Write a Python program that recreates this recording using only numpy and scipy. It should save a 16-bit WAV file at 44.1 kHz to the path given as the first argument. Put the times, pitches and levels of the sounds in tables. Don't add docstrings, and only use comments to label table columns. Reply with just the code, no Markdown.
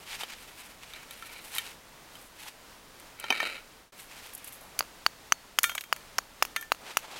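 import sys
import numpy as np
from scipy import signal
from scipy.fft import rfft, irfft
from scipy.io import wavfile

SR = 44100
rng = np.random.default_rng(int(sys.argv[2]) if len(sys.argv) > 2 else 0)


def store_pcm(level_fs):
    pcm = np.round(np.clip(level_fs, -1, 1) * 32767).astype(np.int16)
    wavfile.write(sys.argv[1], SR, np.atleast_2d(pcm).T)


N = 317079
TIME = np.arange(N) / SR
AGE = TIME[:SR // 2]
ATTACK_S, RELEASE_S = 0.052, 0.026
LUMP_HZ, TYPICAL_KNOCK_HZ, LUMP_RISE = 2943, 1290, 0.28

# freq_hz, gain_db
AIR_EQ = [(12, -54), (20, 0.5), (38, 1.5), (65, -6), (319, -6.5), (357, -8), (399, -7), (485, -6),
          (849, -7), (949, -6), (1060, -7), (1480, -8.5), (2020, -10), (4540, -14), (16000, -23)]
CRUNCH_EQ = [(88, -19), (150, -35), (347, -12), (465, -9.5), (542, -6.5), (713, -4.5), (832, 2), (1130, -2),
             (2530, 5), (9000, -9), (11700, -69), (19800, -120)]
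THUD_EQ = [(60, -29), (160, -11.5), (260, -3.5), (500, 2), (850, 4.5), (1300, 0.5), (3000, -20),
           (10000, -28)]
CRUMB_EQ = [(3500, -7), (6800, 1), (8400, 8.5), (9400, 8.5), (11200, 10), (12600, 6), (14300, 7),
            (16000, -5.5)]
POWDER_EQ = [(2940, -46), (5000, -20), (6500, -14), (8540, -8), (9230, -11), (10800, 1), (14200, -8),
             (16000, -17)]
GRIT_EQ = [(88, -43), (150, -15), (457, -8), (1140, -12), (1340, 6.5), (1600, -8), (2310, -0.5), (3100, -6),
           (3490, -14), (4000, -1.5), (4860, -20.5), (11000, -21.5), (16000, -34)]
SPLINTER_EQ = [(300, -50), (1500, -69), (4000, -5), (6500, 8.5), (9500, 4.5), (12000, 9.5), (16000, 4)]
CRACK_EQ = [(500, -53), (1400, -3), (2800, -6.5), (3800, -12), (6500, 0), (8200, -10), (10000, -4.5),
            (12500, -5), (16000, -8)]

# pitch_hz, level_db, t60_s
SLAB_MODES = [(844, -18, 0.15), (1348, -3, 0.067), (1820, -1.5, 0.062), (2278, -17, 0.12),
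              (2289, 3.5, 0.029), (2510, -10, 0.028), (3107, 1, 0.038), (3720, -2.5, 0.028),
              (3990, -16.5, 0.078), (4520, -10, 0.035), (4600, -10.5, 0.033), (5500, -7, 0.023),
              (6210, -5, 0.027)]
CUP_MODES = [(1394, 5.5, 0.16), (1510, -26, .12), (1780, 0.5, 0.16), (2270, 9.5, 0.085), (2370, 3, 0.14),
             (2840, -4, 0.18), (3205, 5.5, 0.24), (3780, -16, 0.15), (3460, -2, 0.13), (3610, -3, 0.26),
             (4310, -15, 0.45), (6000, 1, .15), (6200, -8, .12), (6595, 6.5, 0.066), (6500, 0, 0.098),
             (8900, 11.5, 0.039), (11500, -5, .04), (11780, 8, .04)]
STEEL_MODES = [(3180, -31.5, 0.225), (4400, 3, 0.5), (4590, 34, 0.019), (4930, -6.5, 0.1), (6300, -1, 0.2),
               (6750, 17, 0.075), (9000, -13, 0.027), (12500, 0, .04)]

# start_s, length_s, level_db, swell_db, treble_offset_db
SNOW_PUSHES = [(.01, 0.053, -51.5, -5, -4), (0.073, .14, -41.5, 8, -9.5), (0.243, 0.077, -52, 12.5, -8.5),
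               (0.372, 0.33, -54, 2, -4), (0.8, 0.23, -53, 4, -8.5), (1.1, 0.29, -53.5, -1, -3),
               (1.434, 0.063, -49.5, -12, 0), (1.52, 0.047, -41, 3.5, -3.5), (1.59, .12, -50, 2, -5.5),
               (2.144, 0.13, -67, 1, 8.5), (2.372, 0.11, -52, 5, -4.5), (3.97, 0.07, -55.5, -1, 1),
               (4.087, 0.11, -50, -2, -7.5), (4.211, 0.36, -55, 0, -4), (6.85, 0.15, -49.5, -6, -11),
               (7.007, 0.21, -48.5, 12, -11.5)]
# start_s, length_s, level_db, swell_db
BOOT_STEPS = [(4.58, 0.24, -58.5, 10), (6.8, 0.099, -51.5, 4), (7.02, 0.14, -51, 7)]
# start_s, level_db, t60_s
CRUMB_FALLS = [(4.335, -40, 0.1), (4.3498, -28, 0.028), (4.378, -36, .034), (4.4442, -38, 0.12),
               (4.475, -35, 0.084), (4.525, -40.5, 0.22), (4.61, -51, 0.43)]
# start_s, ring_db, focus_hz, thud_db, splinter_db
SLAB_KNOCKS = [(.234, -35.5, 3530, -26, -42), (.9355, -40, 3770, -60, -50), (1.1091, -38.5, 3600, -57, -42),
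               (1.224, -39, 1490, -54, -53), (1.55, -40, 3750, -52, -33.5), (1.583, -26, 3640, -58, -28),
               (1.5914, -36.5, 3120, -48, -47), (2.1538, -48, 3000, -62, -52),
               (2.4636, -50, 1360, -36, -62), (2.9985, -50, 4560, -60, -46.5),
               (3.199, -47, 3000, -60, -37.5), (3.241, -30, 1400, -26.5, -58),
               (3.304, -17.5, 2710, -13, -37), (3.3246, -24, 2190, -27, -49), (3.4028, -22, 1880, -29, -43),
               (3.4288, -36, 850, -20, -60)]
# start_s, length_s, level_db, swell_db
SLAB_SLIDES = [(.91, 0.065, -51, 11), (1.21, 0.17, -51, 7.5), (1.59, 0.069, -55, 5), (3.19, 0.28, -42, 8),
               (3.305, 0.13, -41.5, 3), (3.45, 0.13, -43, -5)]
# start_s, clack_db, clack_hz, splinter_db, ring_db, focus_hz
CUP_LANDINGS = [(5.6319, -29, 1420, -18.5, -45.5, 4040), (5.6406, -8.5, 2210, -25, -37.5, 1245),
                (5.695, -19, 2060, -37, -49.5, 1380), (5.716, -28, 1730, -48, -60, 1380),
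                (5.7498, -25, 2530, -42, -69, 2980), (5.7519, -24, 1180, -31.5, -70, 2215),
                (5.7790, -15.5, 2640, -39, -64, 6900), (5.809, -26, 2840, -36.5, -87, 3700),
                (5.8384, -31, 2510, -44, -66, 2780), (5.9627, -33, 2200, -43, -68, 2170),
                (6.5622, -12.5, 2300, -33.5, -47.5, 1790), (6.6112, -63, 2000, -41, -60, 11400),
                (6.625, -30, 1760, -45, -61, 1800)]
# start_s, knock_db, knock_hz, ping_hz, ping_db, crack_db
HATCHET_HITS = [(4.7909, -58, 1500, 4640, -16.5, -9), (4.8076, -13.5, 1005, 4620, -18, -31),
                (5.0642, -5.5, 1260, 4560, -7.5, -18), (5.3226, -2.5, 1420, 6160, -5.5, -17.5),
                (5.5876, -8.5, 1530, 5300, -15, -7), (5.9272, -7.5, 1233, 5000, -22, -18),
                (6.1836, -24.5, 1280, 5550, -12, -15), (6.1874, -9.5, 1270, 6530, -20, -57),
                (6.4250, -6.5, 970, 5140, -14, -9.5), (6.7198, -7, 990, 3950, -21.5, -16.5),
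                (6.9708, -10, 1046, 5770, -17, -10)]
# start_s, offset_db
BLADE_BOUNCES = [(4.826, -15.5), (6.4513, -17.5), (6.7478, -26), (6.99, -26)]


def undb(db):
    return 10 ** (np.asarray(db) / 20)


def unit(x):
    return x / np.sqrt(np.mean(x ** 2))


def add(out, start_s, x):
    i = max(int(round(start_s * SR)), 0)
    out[i:i + len(x)] += x[:N - i]


def butter(x, order, hz, kind):
    return signal.sosfilt(signal.butter(order, hz, kind, fs=SR, output="sos"), x)


def colour(x, eq, size=4096):
    hz, db = np.transpose(eq)
    curve_db = np.interp(np.log(np.fft.rfftfreq(size, 1 / SR) + 1), np.log(hz), db)
    cepstrum = irfft(np.log(undb(curve_db)))
    cepstrum[1:size // 2] *= 2
    cepstrum[size // 2 + 1:] = 0
    return signal.fftconvolve(x, irfft(np.exp(rfft(cepstrum))))[:len(x)]


def fade(t60):
    return np.exp(-np.log(1000) * AGE / t60)


def mode(hz, t60):
    return np.sin(2 * np.pi * hz * AGE) * fade(t60)


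def body(modes, scatter_db=0, detune=0, focus_hz=1000, focus_db=0):
    ring = 0
    for (hz, db, t60), (level, pitch, polarity) in zip(modes, rng.standard_normal((len(modes), 3))):
        favour = np.exp(-(np.log2(hz / focus_hz) / .25) ** 2)
        gain = np.sign(polarity) * undb(db + scatter_db * level + focus_db * favour)
        ring = ring + gain * mode(hz * (1 + detune * pitch), t60)
    return ring


def burst(t60, spread_db=3, snap=0):
    sizes = undb(spread_db * np.clip(rng.standard_normal(len(AGE)), -2, 2))
    spray = rng.standard_normal(len(AGE)) * sizes * fade(t60)
    spray[0] = snap * np.linalg.norm(spray)
    return spray * np.linalg.norm(fade(t60)) / np.linalg.norm(spray)


def grains(per_s, spread_db):
    sizes = undb(spread_db * np.minimum(rng.exponential(size=N), 4))
    return unit((rng.random(N) < per_s / SR) * rng.choice([-1, 1], N) * sizes)


def wander(rate_hz):
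    return np.interp(TIME * rate_hz, np.arange(N), rng.standard_normal(N))


def strokes(rows):
    envelope = 0
    for start, length, db, swell_db in rows:
        attack = np.clip((TIME - start) / ATTACK_S + .5, 0, 1)
        release = np.exp(-np.maximum(TIME - start - length, 0) / RELEASE_S)
        progress = np.clip((TIME - start) / length, 0, 1)
        envelope = envelope + attack * release * undb(db + swell_db * (progress - .5))
    return envelope


def air(level_db=-51.5, waver_db=-1.37):
    return unit(colour(rng.standard_normal(N), AIR_EQ)) * undb(level_db + waver_db * wander(11))


def snow(crumb_db=-1, flicker_db=3.5):
    weight = strokes(row[:-1] for row in SNOW_PUSHES)
    dryness = strokes((start, length, db + treble_db, swell_db)
                      for start, length, db, swell_db, treble_db in SNOW_PUSHES)
    crunch = unit(colour(grains(per_s=2500, spread_db=1.5), CRUNCH_EQ)) * weight
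    boots = unit(colour(grains(per_s=2500, spread_db=1.5), THUD_EQ)) * strokes(BOOT_STEPS)
    crumbs = unit(colour(grains(per_s=1300, spread_db=1.5), CRUMB_EQ)) * dryness * undb(crumb_db)
    return (crunch + boots + crumbs) * undb(flicker_db * wander(60))


def sprinkles(gain_db=6):
    falling = np.zeros(N)
    for start, db, t60 in CRUMB_FALLS:
        add(falling, start, undb(db + gain_db) * burst(t60, spread_db=12, snap=0.42))
    return colour(falling, POWDER_EQ)


def slab_knocks(ring_trim_db=-7, thud_t60=0.033, splinter_t60=0.026):
    rings, thuds, splinters = np.zeros((3, N))
    for start, ring_db, focus_hz, thud_db, splinter_db in SLAB_KNOCKS:
        ring = body(SLAB_MODES, scatter_db=4.0, detune=0.011, focus_hz=focus_hz, focus_db=14.0)
        add(rings, start, undb(ring_db + ring_trim_db) * ring)
        thud = colour(burst(thud_t60), THUD_EQ)
        add(thuds, start, undb(thud_db) * 4.9 * thud / np.linalg.norm(thud))
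        add(splinters, start, undb(splinter_db) * burst(splinter_t60))
    rings = butter(rings, 2, 350, "high")
    return rings + thuds + colour(splinters, CRUMB_EQ)


def slab_slides(grit_db=-1, chatter_db=-4, slip_hz=4400):
    slips = grains(per_s=900, spread_db=3)
    soft_slips = butter(slips, 6, slip_hz, "low")
    ring = body(SLAB_MODES, focus_hz=4360, focus_db=6)
    chatter = undb(chatter_db) * unit(signal.fftconvolve(soft_slips, ring)[:N])
    grit = undb(grit_db) * unit(colour(slips, GRIT_EQ))
    return strokes(SLAB_SLIDES) * (chatter + grit)


def cup_clinks(clack_t60=0.024, splinter_t60=0.022, rattle_db=-18, rattle_t60=0.25):
    clinks, splinters = np.zeros((2, N))
    for start, clack_db, clack_hz, splinter_db, ring_db, focus_hz in CUP_LANDINGS:
        clack = butter(burst(clack_t60), 2, [clack_hz / 1.9, clack_hz * 1.4], "band")
        clack *= np.linalg.norm(fade(clack_t60)) / np.linalg.norm(clack) / 2
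        ring = body(CUP_MODES, scatter_db=3.0, detune=0.0019, focus_hz=focus_hz, focus_db=15.5)
        add(clinks, start, undb(clack_db) * clack + undb(ring_db) * ring)
        shatter = burst(splinter_t60) + undb(rattle_db) * burst(rattle_t60)
        add(splinters, start, undb(splinter_db) * shatter)
    return clinks + colour(splinters, SPLINTER_EQ)


def bounces(chip_db=4):
    rows = []
    for start, db in BLADE_BOUNCES:
        last_hit = max(hit for hit in HATCHET_HITS if hit[0] < start)
        _, knock_db, knock_hz, ping_hz, ping_db, crack_db = last_hit
        rows.append((start, knock_db + db - chip_db, knock_hz,
                     ping_hz, ping_db + db, crack_db + db + chip_db))
    return rows


def hatchet_chops(lump_db=2.0, lump_t60=0.0058, ping_t60=0.011, steel_db=-53,
                  grip_hz=1200, grip_db=-9, grip_t60=0.0084,
                  crack_t60=0.018, spray_db=-32, spray_t60=0.27, lead_s=.002):
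    jolts, rings, cracks = np.zeros((3, N))
    for start, knock_db, knock_hz, ping_hz, ping_db, crack_db in list(HATCHET_HITS) + bounces():
        spread = (np.pi * knock_hz * (AGE - lead_s)) ** 2
        add(jolts, start - lead_s, undb(knock_db) * (1 - 2 * spread) * np.exp(-spread))
        lump_hz = LUMP_HZ * (knock_hz / TYPICAL_KNOCK_HZ) ** LUMP_RISE
        lump = (lump_hz, (knock_db + crack_db) / 2 + lump_db, lump_t60)
        grip = (grip_hz, knock_db + grip_db, grip_t60)
        ping = (ping_hz, ping_db, ping_t60)
        for hz, db, t60 in grip, lump, ping:
            add(rings, start - 1 / (4 * hz), undb(db) * mode(hz, t60))
        add(rings, start, undb(knock_db + steel_db) * body(STEEL_MODES))
        crack = burst(crack_t60, snap=0.088) + undb(spray_db) * burst(spray_t60)
        add(cracks, start + 1 / (2 * knock_hz), undb(crack_db) * crack)
    rings = butter(rings, 2, 600, "high")
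    return jolts + rings + colour(cracks, CRACK_EQ)


def scene():
    ice = hatchet_chops() + cup_clinks() + slab_knocks() + slab_slides()
    return (ice + snow() + sprinkles() + air())[None]


def record(dry, ceiling=.7, top_hz=16000):
    dip = np.interp(TIME, [3.81, 3.914, 3.921, 3.925], [0.91, 0.022, .03, 0.88])
    clipped = np.clip(dry * dip, -ceiling, ceiling)
    return signal.sosfilt(signal.ellip(8, .2, 70, top_hz, fs=SR, output="sos"), clipped)


dry = scene()
out = record(dry)
store_pcm(out)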